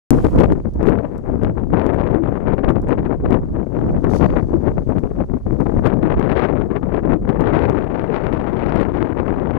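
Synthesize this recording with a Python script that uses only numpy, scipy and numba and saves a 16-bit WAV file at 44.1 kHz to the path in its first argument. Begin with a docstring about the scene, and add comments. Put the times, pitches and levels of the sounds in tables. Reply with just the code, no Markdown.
"""Gusty wind on a riverbank buffets the two microphone ports of a hand-held camera.
Turbulent eddies carry pressure fluctuations past each port. The left one faces the wind and roars,
at times into overload, while vortices shed from its rim throb and hoot; the sheltered right one
mostly rumbles. The sound switches on with a click and a burst of hiss that fades to a faint noise
floor, and the hand on the body adds small ticks and a frictional rustle."""
import sys
import numpy as np
from scipy import signal
from scipy.fft import rfft, irfft, next_fast_len
from scipy.io import wavfile
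from numba import njit

SR = 44100
rng = np.random.default_rng(int(sys.argv[2]) if len(sys.argv) > 2 else 0)


def materialize(psi):
    """Save the field psi as 16-bit PCM at rate SR to the path in sys.argv[1].

    A 1-D psi becomes a single channel; in a 2-D psi each row is a channel.
    """
    bounded = np.clip(np.atleast_2d(psi).T, -1, 1)
    quanta = np.round(bounded * 32767).astype(np.int16)
    wavfile.write(sys.argv[1], SR, quanta)


N = 422478
TIME = np.arange(N) / SR
START_S = .106  # the sound switches on


def windward_roar():
    """Turbulent pressure at the left port, which meets the gusts head on."""
    # wind between gusts: time_s, level_db, eddy_hz
    breeze = [(0.1, -26, 921.7), (0.7, -29, 624.5), (1.1, -22.5, 1073), (1.65, -17, 422.4),
              (2.3, -15.5, 1246), (3.2, -23, 706.7), (3.5, -21.5, 632.5), (4.2, -12, 800.5),
              (4.6, -16, 645.5), (5.42, -29, 669), (5.95, -10.5, 809.6), (6.55, -34, 685),
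              (6.81, -16.5, 678), (7.22, -16.5, 699.6), (7.35, -12.5, 1222), (8.1, -13, 2000),
              (8.7, -12.7, 1758), (9.55, -13, 1409)]
    # gusts that hit the port: start_s, hold_s, level_db, eddy_hz
    gusts = [(0.101, 0.081, -6.5, 934), (0.251, 0.013, -7.5, 1268), (0.345, 0.032, -11.5, 895),
             (0.388, 0.053, -2.5, 1364), (0.495, 0.03, -9.5, 1013), (0.555, 0.022, -11.5, 738),
             (0.661, 0.018, -14.5, 635), (0.755, 0.0065, -20, 560), (0.81, 0.045, -11, 1258),
             (0.858, 0.041, -5, 1353), (0.924, 0.07, -9, 1405), (1.027, 0.041, -15, 1366),
             (1.093, 0.082, -20, 1213), (1.29, 0.027, -13.5, 933), (1.341, 0.029, -14, 701),
             (1.422, 0.086, -11.5, 1152), (1.568, 0.032, -13.5, 1100), (1.731, 0.032, -8, 1213),
             (1.763, 0.1104, -7.5, 1906), (1.889, 0.09, -11, 1260), (1.99, 0.091, -8.5, 1601),
             (2.11, 0.05, -8.5, 1279), (2.231, 0.094, -12, 1100), (2.469, 0.076, -10.5, 1441),
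             (2.59, 0.022, -9.5, 1201), (2.647, 0.015, -6, 1659), (2.685, 0.026, -4, 1494),
             (2.764, 0.027, -9.5, 1030), (2.879, 0.016, -10.5, 1382), (2.911, 0.014, -5.5, 1888),
             (2.985, 0.014, -11.5, 1319), (3.049, 0.012, -11, 1412), (3.1, 0.04, -8, 1177),
             (3.251, 0.014, -8.5, 1452), (3.31, 0.023, -7, 1628), (3.344, 0.027, -9, 1229),
             (3.544, 0.086, -14, 998), (3.745, 0.096, -11, 1234), (3.846, 0.083, -16, 848),
             (4.036, 0.17, -11, 900.8), (4.205, 0.055, -7, 1280), (4.294, 0.037, -10.5, 1421),
             (4.364, 0.02407, -6, 1983), (4.515, 0.074, -11.5, 843.6), (4.638, 0.026, -10, 1119),
             (4.675, 0.01975, -9, 1453), (4.777, 0.0062, -12, 962), (4.871, 0.044, -10.5, 876),
             (4.965, 0.02, -10, 1056), (5.037, 0.018, -11, 1105), (5.105, 0.013, -18.5, 869),
             (5.182, 0.04, -12, 997.4), (5.305, 0.0068, -14, 792), (5.342, 0.011, -11.5, 907),
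             (5.469, 0.17, -13, 703), (5.609, 0.01, -9.5, 1250), (5.659, 0.041, -10.5, 1085),
             (5.724, 0.073, -9.5, 958.6), (5.858, 0.015, -3, 2830), (5.888, 0.032, -11.5, 1578),
             (6.032, 0.043, -8.5, 1546), (6.104, 0.03517, -8, 1761), (6.175, 0.1, -10, 1704),
             (6.296, 0.032, -6.5, 2836), (6.364, 0.036, -4.5, 3530), (6.429, 0.028, -4.5, 3485),
             (6.49, 0.17, -11, 1342), (6.709, 0.015, -8.5, 1984), (6.761, 0.0096, -7, 2172),
             (6.834, 0.0076, -12, 1633), (6.922, 0.06494, -8.5, 1973), (7.037, 0.056, -14, 996),
             (7.099, 0.056, -8, 1352), (7.287, 0.017, -6, 1402), (7.407, 0.01, -4, 2085),
             (7.443, 0.05, -6.5, 2344), (7.525, 0.1275, -5.5, 2795), (7.681, 0.032, -8.5, 1715),
             (7.755, 0.035, -10, 1796), (8.141, 0.045, -9.5, 3127), (8.238, 0.045, -9.5, 2488),
             (8.663, 0.036, -6.5, 2983), (8.74, 0.087, -6, 2783), (8.938, 0.087, -11, 2156)]
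    # frequency response of the port: frequency_hz, gain_db
    port = [(8, -3), (25, 8.5), (58, 3.5), (150, 2), (360, 0.5), (600, -5), (1080, -11), (2150, -17.5),
            (4300, -32), (9000, -55.5)]
    flow = airflow(breeze, gusts, attack_db_per_s=569, sag_db_per_s=9, release_db_per_s=380.5,
                   slowing=.55)
    flow = lulled(flow)
    roar = turbulence(flow, port, burst_hz=52, burst_db=1.73, steadying=.45, flutter_hz=520,
                      flutter_db=3.5, push=.97, largest_eddy=19, trim_db=-1.17)
    roar = hooting(roar + vortex_shedding(flow))
    return buffeted(saturated(roar)) + vortex_snaps()


def sheltered_rumble():
    """The right port lies in the wake of the body, where eddies pass more slowly."""
    # slow wake of the camera: time_s, level_db, eddy_hz
    wake = [(0.1, -8, 309), (0.7, -26.5, 280), (1.2, -29, 181), (2.2, -31, 223), (3.1, -26.5, 215),
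            (3.65, -36, 239.6), (4.2, -25, 171), (4.7, -27, 183), (5.6, -27.5, 200.5), (6.5, -32.5, 217.4),
            (7.5, -26.5, 238), (8.3, -34, 262.5), (8.9, -31.5, 180.6), (9.55, -31.5, 312)]
    # swirls that curl round the body: start_s, hold_s, level_db, eddy_hz
    swirls = [(0.098, 0.09, -9, 807), (0.342, 0.036, -2.5, 872), (0.492, 0.0087, -7, 648),
              (0.728, 0.08, -16.5, 421), (1.452, 0.028, -17, 303), (1.705, 0.045, -17.5, 591),
              (2.641, 0.028, -18.5, 403), (2.813, 0.055, -15, 581), (2.956, 0.105, -16.5, 528),
              (3.197, 0.085, -16, 421), (3.412, 0.0045, -15, 332), (3.471, 0.11, -21.5, 471),
              (3.783, 0.061, -16.5, 643), (3.837, 0.12, -9, 758.5), (4.069, 0.091, -15.5, 522),
              (4.259, 0.064, -12, 380), (4.974, 0.006, -18, 392), (5.144, 0.356, -24.5, 258.6),
              (5.762, 0.014, -13, 421), (6.13, 0.056, -20.5, 209), (6.817, 0.039, -23.5, 554),
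              (6.926, 0.2, -24.5, 180), (7.206, 0.048, -21, 200), (7.446, 0.024, -24, 436)]
    # frequency response of the port: frequency_hz, gain_db
    port = [(8, 4), (30, 1), (60, 6), (95, -4.5), (190, -8), (400, -15), (1200, -21), (2000, -34),
            (6000, -59)]
    flow = airflow(wake, swirls, attack_db_per_s=398.5, sag_db_per_s=0, release_db_per_s=219,
                   slowing=.22)
    return turbulence(flow, port, burst_hz=17, burst_db=3.5, steadying=.88, flutter_hz=90,
                      flutter_db=2.7, push=.79, largest_eddy=5.3, trim_db=2)


def airflow(steady, gusts, attack_db_per_s, sag_db_per_s, release_db_per_s, slowing):
    """Convection of eddies: the strongest gust rules, and its eddies pass more slowly as it fades."""
    time_s, steady_db, steady_hz = np.transpose(steady)
    level_db = np.interp(TIME, time_s, steady_db)
    eddy_hz = np.interp(TIME, time_s, steady_hz)
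    for start_s, hold_s, gust_db, gust_hz in gusts:
        fade_db = fading(start_s, hold_s, attack_db_per_s, sag_db_per_s, release_db_per_s)
        near = fade_db < 40
        level_db[near] = np.maximum(level_db[near], gust_db - fade_db[near])
        eddy_hz[near] = np.maximum(eddy_hz[near], gust_hz * from_db(-slowing * fade_db[near]))
    return eddy_hz, level_db


def lulled(flow, slowing=.6):
    """Pressure and eddy rate both follow the flow speed, so they sink together in a lull."""
    # brief lulls at the windward port: centre_s, length_s, depth_db
    lulls = [(0.301, 0.034, 3), (0.713, 0.057, 4), (1.221, 0.046, 5), (1.533, 0.041, 6),
             (1.666, 0.038, 3.5), (2.203, 0.027, 3.5), (2.42, 0.029, 3.5), (2.818, 0.046, 3),
             (3.658, 0.032, 6), (3.706, 0.031, 3), (4.475, 0.054, 6.5), (4.618, 0.02, 3.5),
             (4.728, 0.036, 3), (4.857, 0.029, 7), (5, 0.023, 6.5), (5.276, 0.049, 5.5),
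             (5.424, 0.0667, 4.5), (5.813, 0.023, 5), (6.012, 0.039, 2.5), (6.692, 0.019, 1),
             (6.808, 0.034, 7.5), (7.007, 0.024, 4), (7.229, 0.071, 4), (7.89, 0.016, 6), (8.918, .05, 4.5),
             (9.142, 0.022, 6.5), (9.535, 0.042, 2.5)]
    eddy_hz, level_db = flow
    dip_db = sum(depth_db * np.exp(-np.minimum((2 * (TIME - centre_s) / length_s) ** 2, 20))
                 for centre_s, length_s, depth_db in lulls)
    return eddy_hz * from_db(-slowing * dip_db), level_db - dip_db


def turbulence(flow, port, burst_hz, burst_db, steadying, flutter_hz, flutter_db, push,
               largest_eddy, trim_db):
    """Eddies make a noise band that slides up with flow speed and falls steeply above the eddy rate."""
    eddy_hz, level_db = flow
    speed = eddy_hz / np.median(eddy_hz)
    # intermittency: each burst is brighter and louder; a fast flow is steadier
    surge_db = 2 * burst_db * np.tanh(drift(burst_hz) / 2) / np.maximum(speed, 1) ** steadying
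    # thin vortices shoot above the eddy rate in a dense flutter
    crackle_db = flutter_db * (np.clip(drift(flutter_hz), -.5, 2) - .5)
    upper_hz = eddy_hz * from_db(surge_db + crackle_db)
    # the largest eddies follow the flow less and bound the band from below
    lower_hz = eddy_hz / largest_eddy / speed ** .53
    upper, lower = 1 - np.exp(-2 * np.pi * np.array([upper_hz, lower_hz]) / SR)
    bandwidth_hz = 3 * np.pi / 16 * eddy_hz
    stirring = rng.standard_normal(N) * np.sqrt(SR / 2 / bandwidth_hz)
    stirring *= from_db(push * (surge_db + crackle_db / 2))
    return coloured(cascade(stirring, upper, lower), port) * from_db(level_db + trim_db)


def vortex_shedding(flow, shed_hz=295.3, at_eddy_hz=1204, width_hz=102):
    """Vortices leave the rim half regularly: a narrow-band throb whose pitch rises with the flow."""
    eddy_hz, level_db = flow
    pitch_hz = shed_hz * (eddy_hz / at_eddy_hz) ** .25
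    phase = 2 * np.pi * np.cumsum(pitch_hz) / SR
    throb = drift(width_hz) * np.cos(phase) + drift(width_hz) * np.sin(phase)
    return throb * from_db(level_db - 16)


def hooting(roar, waver=.054, calming=.15, below_hz=610):
    """Vortices fall into step: a short wavering tone displaces part of the large eddies."""
    # hollow hoots of the port rim: centre_s, half_length_s, pitch_hz, level_db
    hoots = [(0.112, 0.02, 257, -0.5), (0.884, 0.017, 380, -4.5), (1.74, 0.0205, 202, -5),
             (2.174, 0.023, 333, -11.5), (2.212, 0.038, 316, -10), (2.922, 0.021, 296, -9),
             (3.108, 0.023, 333, -17), (4.55, 0.02, 315, -6.5), (5.349, 0.021, 244, -13),
             (6.06, 0.02, 306.8, -8.5), (7.102, 0.0205, 252, -5.5), (7.161, 0.024, 312, -11.5),
             (7.766, 0.027, 303, -12), (8.099, 0.018, 432.6, -12), (8.8, 0.025, 325.3, -14),
             (9.025, 0.024, 323.5, -14)]
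    out = roar.copy()
    large_eddies = signal.sosfiltfilt(signal.butter(2, below_hz, fs=SR, output="sos"), roar)
    unsteady = 1 + waver * drift(rate_hz=40)
    for centre_s, half_length_s, pitch_hz, level_db in hoots:
        near = np.abs(TIME - centre_s) < half_length_s
        swell = np.cos(np.pi / 2 * (TIME[near] - centre_s) / half_length_s) ** 2
        phase = 2 * np.pi * (np.cumsum(pitch_hz * unsteady[near]) / SR + rng.random())
        out[near] += swell * (from_db(level_db) * np.sin(phase) - calming * large_eddies[near])
    return out


def saturated(roar, ceiling=1.02):
    """Soft saturation: ordinary eddies cannot press much harder than the wind that carries them."""
    return roar / (1 + (roar / ceiling) ** 6) ** (1 / 6)


def buffeted(roar, swing_hz=257, displaced=.65, rebound=.53, grit_db=-45):
    """The low-pressure core of a strong eddy sucks at the port and rebounds; small eddies roughen it."""
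    # single strong eddies: centre_s, level_db
    buffets = [(0.1071, 2), (0.246, 3), (0.25, 3), (0.261, -4), (0.268, 3.5), (0.36, -0.5), (0.386, 6.5),
               (0.393, 0.5), (0.402, 7), (0.408, 7), (0.417, -7), (.436, 6.5), (0.441, 2), (.522, 4),
               (0.533, 0.5), (0.83, 2.5), (0.863, 1), (0.876, 3), (0.896, 2.5), (1.435, 1.5), (1.8653, 4),
               (2.689, -1), (3.3079, 3), (3.332, 1), (4.043, 1), (4.893, -1.5), (5.607, 0.5), (5.856, 2),
               (5.864, 5.5), (5.872, 3.5), (6.197, 3), (7.29, -3), (7.409, 4.5), (7.699, 4.5),
               (8.337, -0.5), (8.759, 2.5), (8.812, 1)]
    out = roar.copy()
    for centre_s, level_db in buffets:
        near = slice(int((centre_s - .01) * SR), int((centre_s + .01) * SR))
        phase = 2 * np.pi * swing_hz * rng.uniform(.74, 1.2) * (TIME[near] - centre_s)
        core = np.exp(-phase ** 2 / 2)
        suction = core * (1 - rebound * phase ** 2)
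        grit = from_db(grit_db) * np.sqrt(core) * rng.standard_normal(len(core))
        out[near] = out[near] * (1 - displaced * core) + from_db(level_db) * (grit - suction)
    return out


def vortex_snaps(edge_s=.00011, relax_s=.001):
    """A thin vortex crosses the port: the pressure flips steeply and relaxes exponentially."""
    # vortex crossings: centre_s, level_db
    snaps = [(0.87, -9), (1.419, -26), (1.448, -8.5), (1.582, -22), (1.797, -8), (1.999, -14), (2.013, -12),
             (2.075, -13), (2.647, -8), (2.691, -15), (2.758, -17), (2.989, -17), (3.053, -21), (3.327, -7),
             (4.212, -10), (4.304, -13), (4.984, -15), (6.028, -15), (6.228, -9), (6.764, -15),
             (7.136, -12), (7.292, -9), (7.996, -10), (8.328, -9.5), (8.144, -7.5), (8.164, -5),
             (8.268, -7), (8.593, -14), (8.723, -6.5), (9.027, -5.5), (9.399, -16), (9.509, -12)]
    out = np.zeros(N)
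    for centre_s, level_db in snaps:
        near = slice(int((centre_s - .01) * SR), int((centre_s + .01) * SR))
        age = TIME[near] - centre_s
        edge = np.cumsum(np.exp(-(age / edge_s) ** 2))
        flip = 2 * edge / edge[-1] - 1
        out[near] -= from_db(level_db) * flip * np.exp(-np.abs(age) / relax_s)
    return out


def shell_ticks(impulses, ring_hz=6160, ring_q=2.7, crack_db=-3.5):
    """Impulse response: each short crack excites a damped resonance of the plastic shell."""
    out = np.zeros((2, N))
    age = TIME[:SR // 10]
    for start_s, level_db, t60_s in impulses:
        crack = rng.standard_normal((2, len(age))) * from_db(-60 * age / t60_s)
        tick = resonance(crack, ring_hz, ring_q) + from_db(crack_db) * crack
        at = int(start_s * SR)
        out[:, at:at + len(age)] += from_db(level_db) * tick
    return out


def opening_click():
    """One sharp transient as the sound switches on, stronger on the left."""
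    # the click: start_s, level_db, t60_s
    click = [(.106, -8.5, 0.0033)]
    return shell_ticks(click) * from_db([[0], [-6.5]])


def handling():
    """Structure-borne sound: the hand ticks and rubs on the body, nearer to the right port."""
    # ticks of the body under the fingers: start_s, level_db, t60_s
    ticks = [(0.736, -54, 0.041), (1.179, -46, 0.018), (1.942, -46, 0.016), (2.699, -48, 0.061),
             (2.818, -44, 0.014), (2.886, -41, 0.0089), (4.098, -54, 0.057), (4.16, -39, .012),
             (4.992, -47, 0.014)]
    return (shell_ticks(ticks) + skin_friction()) * from_db([[-4.5], [0]])


def skin_friction(grain_hz=110, grain_db=2.5, ring_q=18, ring_t60_s=1.0, swell_db=33, ebb_db=7.5):
    """Stick-slip friction: skin catches on the shell in fine grains, and thin resonances linger."""
    # strokes of the hand: start_s, hold_s, level_db
    strokes = [(0.551, 0.25, -71), (3.869, 0.85, -68), (4.104, 0.035, -49), (4.144, 0.027, -44.5),
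               (4.178, 0.11, -63), (5.52, 0.22, -67.5)]
    # spectrum of skin brushing the body: frequency_hz, density_db
    spectrum = [(800, -17.5), (2700, -7), (3600, 0.5), (4050, -3.5), (4700, 0), (5350, -1.5), (6050, 2.5),
                (7200, -7.5), (9500, -8), (11000, -8.5), (14000, -18.5)]
    # modes of the shell: pitch_hz, level_db
    modes = [(4550, -12), (6250, -16.5)]
    # longer strokes swell and ebb more slowly
    level_db = np.max([stroke_db - fading(start_s, hold_s, swell_db / hold_s, 0, ebb_db / hold_s)
                       for start_s, hold_s, stroke_db in strokes], axis=0)
    grains = rng.standard_normal((2, N)) * from_db(grain_db * drift(grain_hz))
    rings = sum(from_db(mode_db) * rms_one(resonance(rng.standard_normal((2, N)), pitch_hz, ring_q))
                for pitch_hz, mode_db in modes)
    fall_db = 60 * TIME / ring_t60_s
    lingering_db = np.maximum.accumulate(level_db + fall_db) - fall_db
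    return from_db(level_db) * rms_one(coloured(grains, spectrum)) + from_db(lingering_db) * rings


def opening_hiss(drop_s=.46, floor_db=-67):
    """Broadband noise: a burst of hiss as the sound switches on, fading to a faint noise floor."""
    # spectrum of the hiss: frequency_hz, density_db
    spectrum = [(100, 1), (900, 1.5), (2000, -4), (4000, -10.5), (7000, -11), (14000, -19)]
    fade_db = fading(START_S, drop_s - START_S, attack_db_per_s=0, sag_db_per_s=31, release_db_per_s=74)
    level_db = np.maximum(-45.5 - fade_db, floor_db)
    noise = rng.standard_normal((2, N)) + rng.standard_normal(N)
    return from_db(level_db) * rms_one(coloured(noise, spectrum)) * from_db([[-1.5], [0]])


def fading(start_s, hold_s, attack_db_per_s, sag_db_per_s, release_db_per_s):
    """Exponential attack, sagging hold and release, as decibels below the strength at start_s."""
    age = TIME - start_s
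    return (attack_db_per_s * np.maximum(-age, 0) + sag_db_per_s * np.maximum(age, 0)
            + release_db_per_s * np.maximum(age - hold_s, 0))


@njit
def cascade(x, upper, lower):
    """Moving band-pass: three one-pole low-passes and one high-pass in series."""
    out, a, b, c, slow = np.empty_like(x), 0., 0., 0., 0.
    for i in range(len(x)):
        a += upper[i] * (x[i] - a)
        b += upper[i] * (a - b)
        c += upper[i] * (b - c)
        slow += lower[i] * (c - slow)
        out[i] = c - slow
    return out


def resonance(x, pitch_hz, q):
    """Response of one damped mode to the drive x."""
    return signal.lfilter(*signal.iirpeak(pitch_hz, q, fs=SR), x)


def coloured(x, points):
    """Zero-phase filtering by a curve of (frequency_hz, gain_db) points."""
    frequency_hz, gain_db = np.transpose(points)
    size = next_fast_len(N)
    bins_hz = np.maximum(np.fft.rfftfreq(size, 1 / SR), 1)
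    gain = from_db(np.interp(np.log(bins_hz), np.log(frequency_hz), gain_db))
    return irfft(rfft(x, size) * gain, size)[..., :N]


def drift(rate_hz):
    """Smooth random fluctuation of unit rms: noise low-passed at rate_hz."""
    pole = np.exp(-2 * np.pi * rate_hz / SR)
    return rms_one(signal.lfilter([1], [1, -2 * pole, pole * pole], rng.standard_normal(N + SR))[SR:])


def from_db(db):
    """Decibels to amplitude ratio."""
    return 10 ** (np.asarray(db) / 20)


def rms_one(x):
    """Scale to unit rms."""
    return x / np.sqrt(np.mean(x ** 2) + 1e-20)


def scene():
    """Superposition: independent turbulence at each port, plus the hand, the click and the hiss."""
    wind = np.array([windward_roar(), sheltered_rumble()])
    return wind + handling() + opening_click() + opening_hiss()


def record(dry):
    """The sound switches on abruptly, overload clips the hardest swings and a low-pass cuts the top."""
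    overload, cutoff_hz, fade_out_s = .896, 14400, .004
    gate = (TIME >= START_S) * np.minimum((TIME[-1] - TIME) / fade_out_s, 1)
    clipped = np.clip(dry * gate, -overload, overload)
    return signal.sosfilt(signal.ellip(10, .1, 90, cutoff_hz, fs=SR, output="sos"), clipped)


dry = scene()
out = record(dry)
materialize(out)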